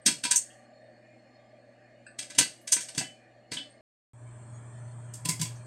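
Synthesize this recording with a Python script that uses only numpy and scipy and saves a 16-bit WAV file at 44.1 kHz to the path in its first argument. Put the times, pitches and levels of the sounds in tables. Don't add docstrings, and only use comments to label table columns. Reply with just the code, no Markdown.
import sys
import numpy as np
from scipy import signal
from scipy.fft import rfft, irfft, next_fast_len
from scipy.io import wavfile
from scipy.ndimage import uniform_filter1d

SR = 44100
rng = np.random.default_rng(int(sys.argv[2]) if len(sys.argv) > 2 else 0)


def volts_from_db(level):
    exponent = np.asarray(level, float) / 20
    return 10 ** exponent


def wav_record(signal):
    frames = np.transpose(np.atleast_2d(signal))
    bounded = np.clip(frames, -1, 1)
    quanta = np.round(bounded * 32767).astype(np.int16)
    wavfile.write(sys.argv[1], SR, quanta)


N = 249833
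CHANGE_S, RESUME_S = 3.809, 4.134
LEAD_S = 0.01
TOP_DB_PER_DB = 0.15


def pot():
    out = np.zeros((2, N))
    f = np.fft.rfftfreq(16384, 1 / SR)
    comb_db = 3.8 * np.interp(f, 70 * np.arange(400), rng.standard_normal(400))
    early_pops(out, comb_db)
    late_pops(out, comb_db)
    bell(out[0])
    light_taps(out[0])
    return out


def early_pops(out, comb_db):
    # (time [s], shimmer 5.5-10 kHz [dB], thud [dB], wall 0.8-2.5 kHz [dB])
    pops = [(0.0613, -7, -33, -27.5), (0.0672, -12.5, -40, -26), (0.0824, -26, -37.5, -29.5),
            (0.2374, -19, -49, -33), (0.2504, -22.5, -43, -30), (0.3107, -10, -50, -29),
            (0.3154, -25, -49, -32), (2.1884, -26, -56, -41), (2.2244, -36, -60, -45),
            (2.3012, -34.5, -58, -45), (2.349, -36, -60, -49), (2.385, -5, -27, -20.5),
            (2.4094, -25, -39.5, -26), (2.6748, -25, -68, -42), (2.7222, -3.5, -55, -33),
            (2.7644, -41, -46, -30), (2.8075, -24, -62, -46), (2.8863, -33.5, -64, -47),
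            (2.948, -33, -56, -51), (2.9781, -15, -33, -31), (3.0094, -54, -45, -32),
            (3.5174, -28, -41, -36), (3.5344, -27.5, -49, -40), (3.5684, -39.5, -54.5, -37)]
    # (time [s], shimmer [dB], thud [dB], wall [dB])
    lid_hits = [
        (.3586, -6.5, -60, -53),
        (.3674, -13, -60, -55),
    ]
    # (frequency [Hz], level [dB], t60 [s])
    wall_modes = [(980, -8, 0.11), (1550, -4.5, 0.15), (1672, -7, 0.17), (2002, -6, 0.17), (2396, -9, 0.19),
                  (2665, -4.5, 0.3), (2842, -17.5, 0.35), (3176, -9.5, 0.21), (3278, -6.5, 0.2),
                  (3763, -2.5, 0.2), (4307, -4, 0.39), (4770, -8.5, 0.26), (5300, -9.5, 0.063),
                  (4800, -13, 0.084), (5900, -12.5, 0.44), (6000, -1, 0.57), (6430, -4.5, 0.13),
                  (6220, 1, 0.13), (7450, -16.5, 0.38), (7310, -6, 0.12), (7400, -9, 0.25),
                  (8250, -2.5, 0.2), (8070, -8, 0.27), (8900, -9, 0.2), (8950, -11.5, 0.3), (8376, 0, 0.31),
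                  (8160, -6.5, 0.36), (8650, -9, 0.11)]
    lid_t60_s = 0.15
    for s, *levels_db in pops:
        top_db = -12 + TOP_DB_PER_DB * min(levels_db[0] + 15, 0)
        add(out, kernel(*blow(*levels_db), wall_modes, top_db, comb_db), s - LEAD_S)
    for s, *levels_db in lid_hits:
        bands_db = blow(*levels_db)[:4]
        add(out, kernel(*bands_db, lid_t60_s, wall_modes, -13, comb_db), s - LEAD_S)


def late_pops(out, comb_db):
    # (time [s], shimmer [dB], wall [dB], stove-top boom [dB])
    late_kernels = [
        (5.138, -30.5, -60, -62),
        (5.252, -21.5, -37, -30.5),
        (5.2884, -14, -31, -24),
        (5.3951, -31, -42, -28),
        (5.4141, -17, -33, -26.5),
        (5.455, -38, -43, -40),
    ]
    # (frequency [Hz], level [dB], t60 [s])
    late_modes = [(991, -11, 0.18), (2056, -17, 0.16), (2229, -20, 0.2), (3849.8, 0, 0.044),
                  (4312, -21, 0.17), (4915, -21, 0.17), (5265, -18, 0.3), (5819, -17, 0.13)]
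    thud_re_wall_db = -9
    for s, shimmer_db, wall_db, boom_db in late_kernels:
        bands = blow(shimmer_db, wall_db + thud_re_wall_db, wall_db)
        top_db = -1 + 1.5 * TOP_DB_PER_DB * (shimmer_db + 13)
        add(out, kernel(*bands, late_modes, top_db, comb_db), s - LEAD_S)
        boom(out[0], s, boom_db)


def blow(shimmer_db, thud_db, wall_db):
    crack_db = wall_db + 0.3 * (shimmer_db - wall_db) - 2
    t60_s = 0.195 - 0.0027 * (max(shimmer_db, wall_db) + 5)
    return shimmer_db, thud_db, wall_db, crack_db, t60_s


def kernel(shimmer_db, thud_db, wall_db, crack_db, t60_s, modes, top_db, comb_db):
    # (frequency [Hz], level [dB per Hz])
    steel = [(40, -44.5), (120, -8), (290, -4), (400, -22), (700, -20), (1300, -25), (1800, -15.5),
             (3400, -10), (5500, -6.5), (8320, 0), (9800, -9.5), (12500, -19), (16000, -32)]
    # (frequency [Hz], t60 [s])
    ring_times = [(100, .25), (600, .25), (2000, .25), (5000, .22), (8500, .24), (12000, .2)]
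    lead_share, lead_fade_s = 0.33, 0.0019
    room_t60_s, room_db = 0.55, -26
    size = 2 * (len(comb_db) - 1)
    t, f = np.arange(size) / SR - LEAD_S, np.fft.rfftfreq(size, 1 / SR)
    length = t60_s / 0.23
    on = t > 0
    lead = np.exp(np.minimum(t, 0) / lead_fade_s)
    t = np.maximum(t, 0)
    zones = [(150, thud_db + 18), (400, thud_db + 23), (900, wall_db + 12), (2200, wall_db + 16),
             (3000, crack_db + 8), (4600, crack_db + 10.5), (6200, shimmer_db - 5.5),
             (9000, shimmer_db - 6), (13000, shimmer_db + top_db)]

    rise = np.where(on, 1 - (1 - lead_share) * np.exp(-t / 0.0012), lead_share * lead)
    jitter = np.repeat(rng.uniform(-1.5, 1.44, size // 32), 32)
    rattle = volts_from_db(5.0 * (1 - np.exp(-t / 0.003)) * np.exp(-t / 0.027) * jitter)

    place_db = 2.2 * np.interp(f, 330 * np.arange(80), rng.standard_normal(80))
    noise = rfft(rng.standard_normal((2, size))) * volts_from_db(comb_db + place_db)
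    direct = 0.93 * np.exp(-t / 0.008) + 0.4 * np.exp(-t / 0.00067)
    room = volts_from_db(room_db) * 1000.0 ** (-t / room_t60_s)
    out = np.zeros((2, size))
    for hz in 64 * 2 ** np.arange(0, 8.1, 0.5):
        band = np.clip(1 - np.abs(2 * np.log2(np.maximum(f, 1) / hz)), 0, 1)
        band_t60_s = read(ring_times, hz) * length
        tail = np.exp(-np.log(1000) * t / band_t60_s) + direct + room
        out += irfft(noise * band, size) * tail
    colour_db = read(steel, f) + read(zones, f)
    out = irfft(rfft(out * rise * rattle) * volts_from_db(colour_db), size)
    out[1] *= volts_from_db(-10)

    onset = on * rattle * (1 - np.exp(-t / 0.001))
    spot = rng.standard_normal((len(modes), 2))
    for (hz, db, mode_t60_s), (a, b) in zip(modes, spot):
        gain = volts_from_db(db + read(zones, hz) + 3.5 * a - 20.5)
        out[0] += gain * onset * ring(t, hz, min(mode_t60_s, 0.24) * length, phase=np.pi * b)
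    out[0] += volts_from_db(thud_db + 1.5) * on * rise * ring(t, 275, 0.07)
    return out * np.clip((t[-1] - t) / 0.08, 0, 1)


def boom(out, s, db):
    t = np.arange(SR // 4) / SR
    add(out, volts_from_db(db + 2.5) * ring(t, 161, 0.115) * (1 - np.exp(-t / 0.004)), s)


def bell(out):
    # (time [s], level [dB])
    strikes = [(.082, -36), (.25, -38), (.275, -41), (.312, -41), (.335, -38.5), (2.765, -42), (5.252, -40),
               (5.287, -36), (5.33, -44), (5.422, -39), (5.455, -44)]
    for s, db in strikes:
        tap(out, s, 972 if s < CHANGE_S else 1005, db, t60_s=0.14, spread_hz=5)


def light_taps(out):
    # (time [s], frequency [Hz], level [dB], spread [Hz])
    pings = [(0.015, 8500, -55.5, 450), (.5, 2990, -53, 400), (2.065, 1620, -41, 170),
             (2.065, 2600, -49, 120), (2.065, 4400, -54, 580), (2.063, 8250, -49.5, 500),
             (2.611, 10500, -56, 2500), (3.005, 707, -37.5, 90), (3.04, 3017, -40.5, 6.8),
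             (3.569, 3020, -32, 17), (3.569, 3380, -29, 234), (3.6, 280, -46, 8.3), (3.695, 8600, -57, 150),
             (5.295, 2120, -38.5, 97), (5.416, 2206, -44, 61), (5.555, 6000, -52, 600)]
    for s, hz, db, spread_hz in pings:
        tap(out, s, hz, db, 0.21, spread_hz)


def tap(out, s, hz, db, t60_s, spread_hz):
    t = np.arange(SR // 4) / SR
    a, b = rng.uniform(-1, 1, (2, 30, 1))
    cluster = np.sin(2 * np.pi * (hz + spread_hz * a) * t + np.pi * b).sum(axis=0)
    cluster = cluster * np.exp(-np.log(1000) * t / t60_s)
    add(out, volts_from_db(db + 1.5) * cluster / np.abs(cluster).max() * (1 - np.exp(-t / 0.0016)), s)


def fridge():
    early = np.arange(N) / SR < CHANGE_S
    phase = 2 * np.pi * np.cumsum(np.where(early, 120.3, 118.8)) / SR
    size = np.where(early, volts_from_db(-66), volts_from_db(-44) * settle())
    return size * volts_from_db(3 + 1.5 * walk(18)) * np.sin(phase + 0.15 * walk(15))


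def early_air():
    # (frequency [Hz], width [Hz], level [dB])
    peaks = [(237, 25, -5), (603, 66, 0), (1180, 46, -15), (1780, 230, -13), (2140, 58, -16),
             (2420, 97, -18), (2620, 25, -22), (2900, 88, -24), (3230, 49, -28), (3680, 53, -28),
             (4310, 64, -17), (4610, 80, -30), (5050, 49, -29), (5300, 39, -33), (7180, 60, -27),
             (8420, 120, -33), (756, 50, -6), (335, 30, -7.5)]
    # (frequency [Hz], level [dB per Hz])
    bed = [(94, -50.5), (160, -20), (224, -3.5), (402, -14.5), (603, -1.5), (956, -22.5), (1410, -26),
           (1750, -17.5), (3740, -35), (3940, -38), (4300, -20.5), (4790, -38), (7320, -37), (11000, -49.5),
           (14300, -82), (22000, -120)]
    kitchen = air(peaks, bed, db=-57, bed_db=-5, flicker_db=3.4, patch_db=3.0)
    return kitchen + rumble(-80.5, 130, 53) + rumble(-85, 45, 17)


def late_air():
    # (frequency [Hz], width [Hz], level [dB])
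    peaks = [(614, 40, 0), (996, 35, -8), (1720, 200, -13), (2370, 63, -17), (3250, 310, -25),
             (4280, 89, -22), (6200, 72, -19), (6730, 41, -23), (6990, 130, -20)]
    # (frequency [Hz], level [dB per Hz])
    bed = [(110, -42), (190, -1.5), (520, -12), (700, -9), (1200, -13), (2600, -26.5), (3200, -37.5),
           (5300, -38), (6800, -39.5), (7500, -18.5), (8700, -15.5), (9000, -24.5), (9500, -29),
           (9750, -48.5), (12000, -53), (22000, -86.5)]
    flame = air(peaks, bed, db=-55, bed_db=2.14, flicker_db=0.84, patch_db=4.5) * volts_from_db(-3.5)
    return (flame + rumble(-56, 121.3, 32.7)) * settle() + rumble(-72, 55, 25)


def air(peaks, bed, db, bed_db, flicker_db, patch_db):
    out = level(hiss(lambda f: volts_from_db(read(bed, f))), bed_db)
    top = 0
    for hz, width_hz, peak_db in peaks:
        band = hiss(lambda f: (1 + (0.98 * (f - hz) / width_hz) ** 2) ** -1.5)
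        top = top + band * volts_from_db(peak_db + flicker_db * walk(9))
    return volts_from_db(db) * patchy(out + level(top, -2.5), patch_db)


def rumble(db, hz, width_hz):
    return level(hiss(lambda f: 1 / (1 + ((f - hz) / width_hz) ** 4)), db)


def patchy(x, db):
    f, t, z = signal.stft(x, SR, nperseg=1024)
    field = rng.standard_normal((len(f) // 5 + 1, len(t) // 6 + 1))
    field = np.kron(field, np.ones((5, 6)))[:len(f), :len(t)]
    depth_db = db * np.clip(np.minimum(f / 3000, (9500 - f) / 3000), 0.3, 1)[:, None]
    gain = volts_from_db(depth_db * uniform_filter1d(field, size=3, axis=1))
    return signal.istft(z * gain, SR, nperseg=1024)[1][:N]


def side_patches(side):
    f, t, z = signal.stft(side, SR, nperseg=1024)
    draw = rng.random((len(f) // 24 + 1, len(t) // 5 + 1))
    draw = np.kron(draw, np.ones((24, 5)))[:len(f), :len(t)]
    share = np.interp(f, [3900, 4100, 9000, 10000], [0, 0.2, 0.2, 0.75])
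    return signal.istft(z * (draw < share[:, None]), SR, nperseg=1024)[1][:N]


def settle():
    return volts_from_db(-8 * np.exp(-np.maximum(np.arange(N) / SR - RESUME_S, 0) / 0.12))


def hiss(gain):
    size = next_fast_len(N)
    return irfft(rfft(rng.standard_normal(size)) * gain(np.fft.rfftfreq(size, 1 / SR)), size)[:N]


def ring(t, hz, t60_s, phase=0):
    return np.sin(2 * np.pi * hz * t + phase) * np.exp(-np.log(1000) * t / t60_s)


def walk(rate_hz):
    k = int(SR / rate_hz)
    steps = np.repeat(rng.standard_normal(N // k + 1), k)
    return 1.3 * uniform_filter1d(uniform_filter1d(steps, k), k)[:N]


def level(x, db):
    return x * volts_from_db(db) / np.sqrt(np.mean(x ** 2))


def read(table, hz):
    f, v = np.transpose(table)
    return np.interp(np.log(np.maximum(hz, 1)), np.log(f), v)


def add(out, x, s):
    i = int(s * SR)
    out[..., i:i + x.shape[-1]] += x[..., :out.shape[-1] - i]


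def scene():
    t = np.arange(N) / SR
    mid, side = pot()
    side = side_patches(side)
    mid = mid + fridge() + np.where(t < CHANGE_S, early_air(), late_air())
    return np.array([mid + side, mid - side]) * ((t < CHANGE_S) | (t > RESUME_S))


def low_pass(x):
    return signal.sosfilt(signal.butter(12, 16320, fs=SR, output="sos"), x)


def record(dry):
    lowpass = signal.ellip(8, 0.2, 60, 15750, fs=SR, output="sos")
    mix = signal.sosfilt(lowpass, dry)
    return low_pass(mix)


dry = scene()
out = record(dry)
wav_record(out)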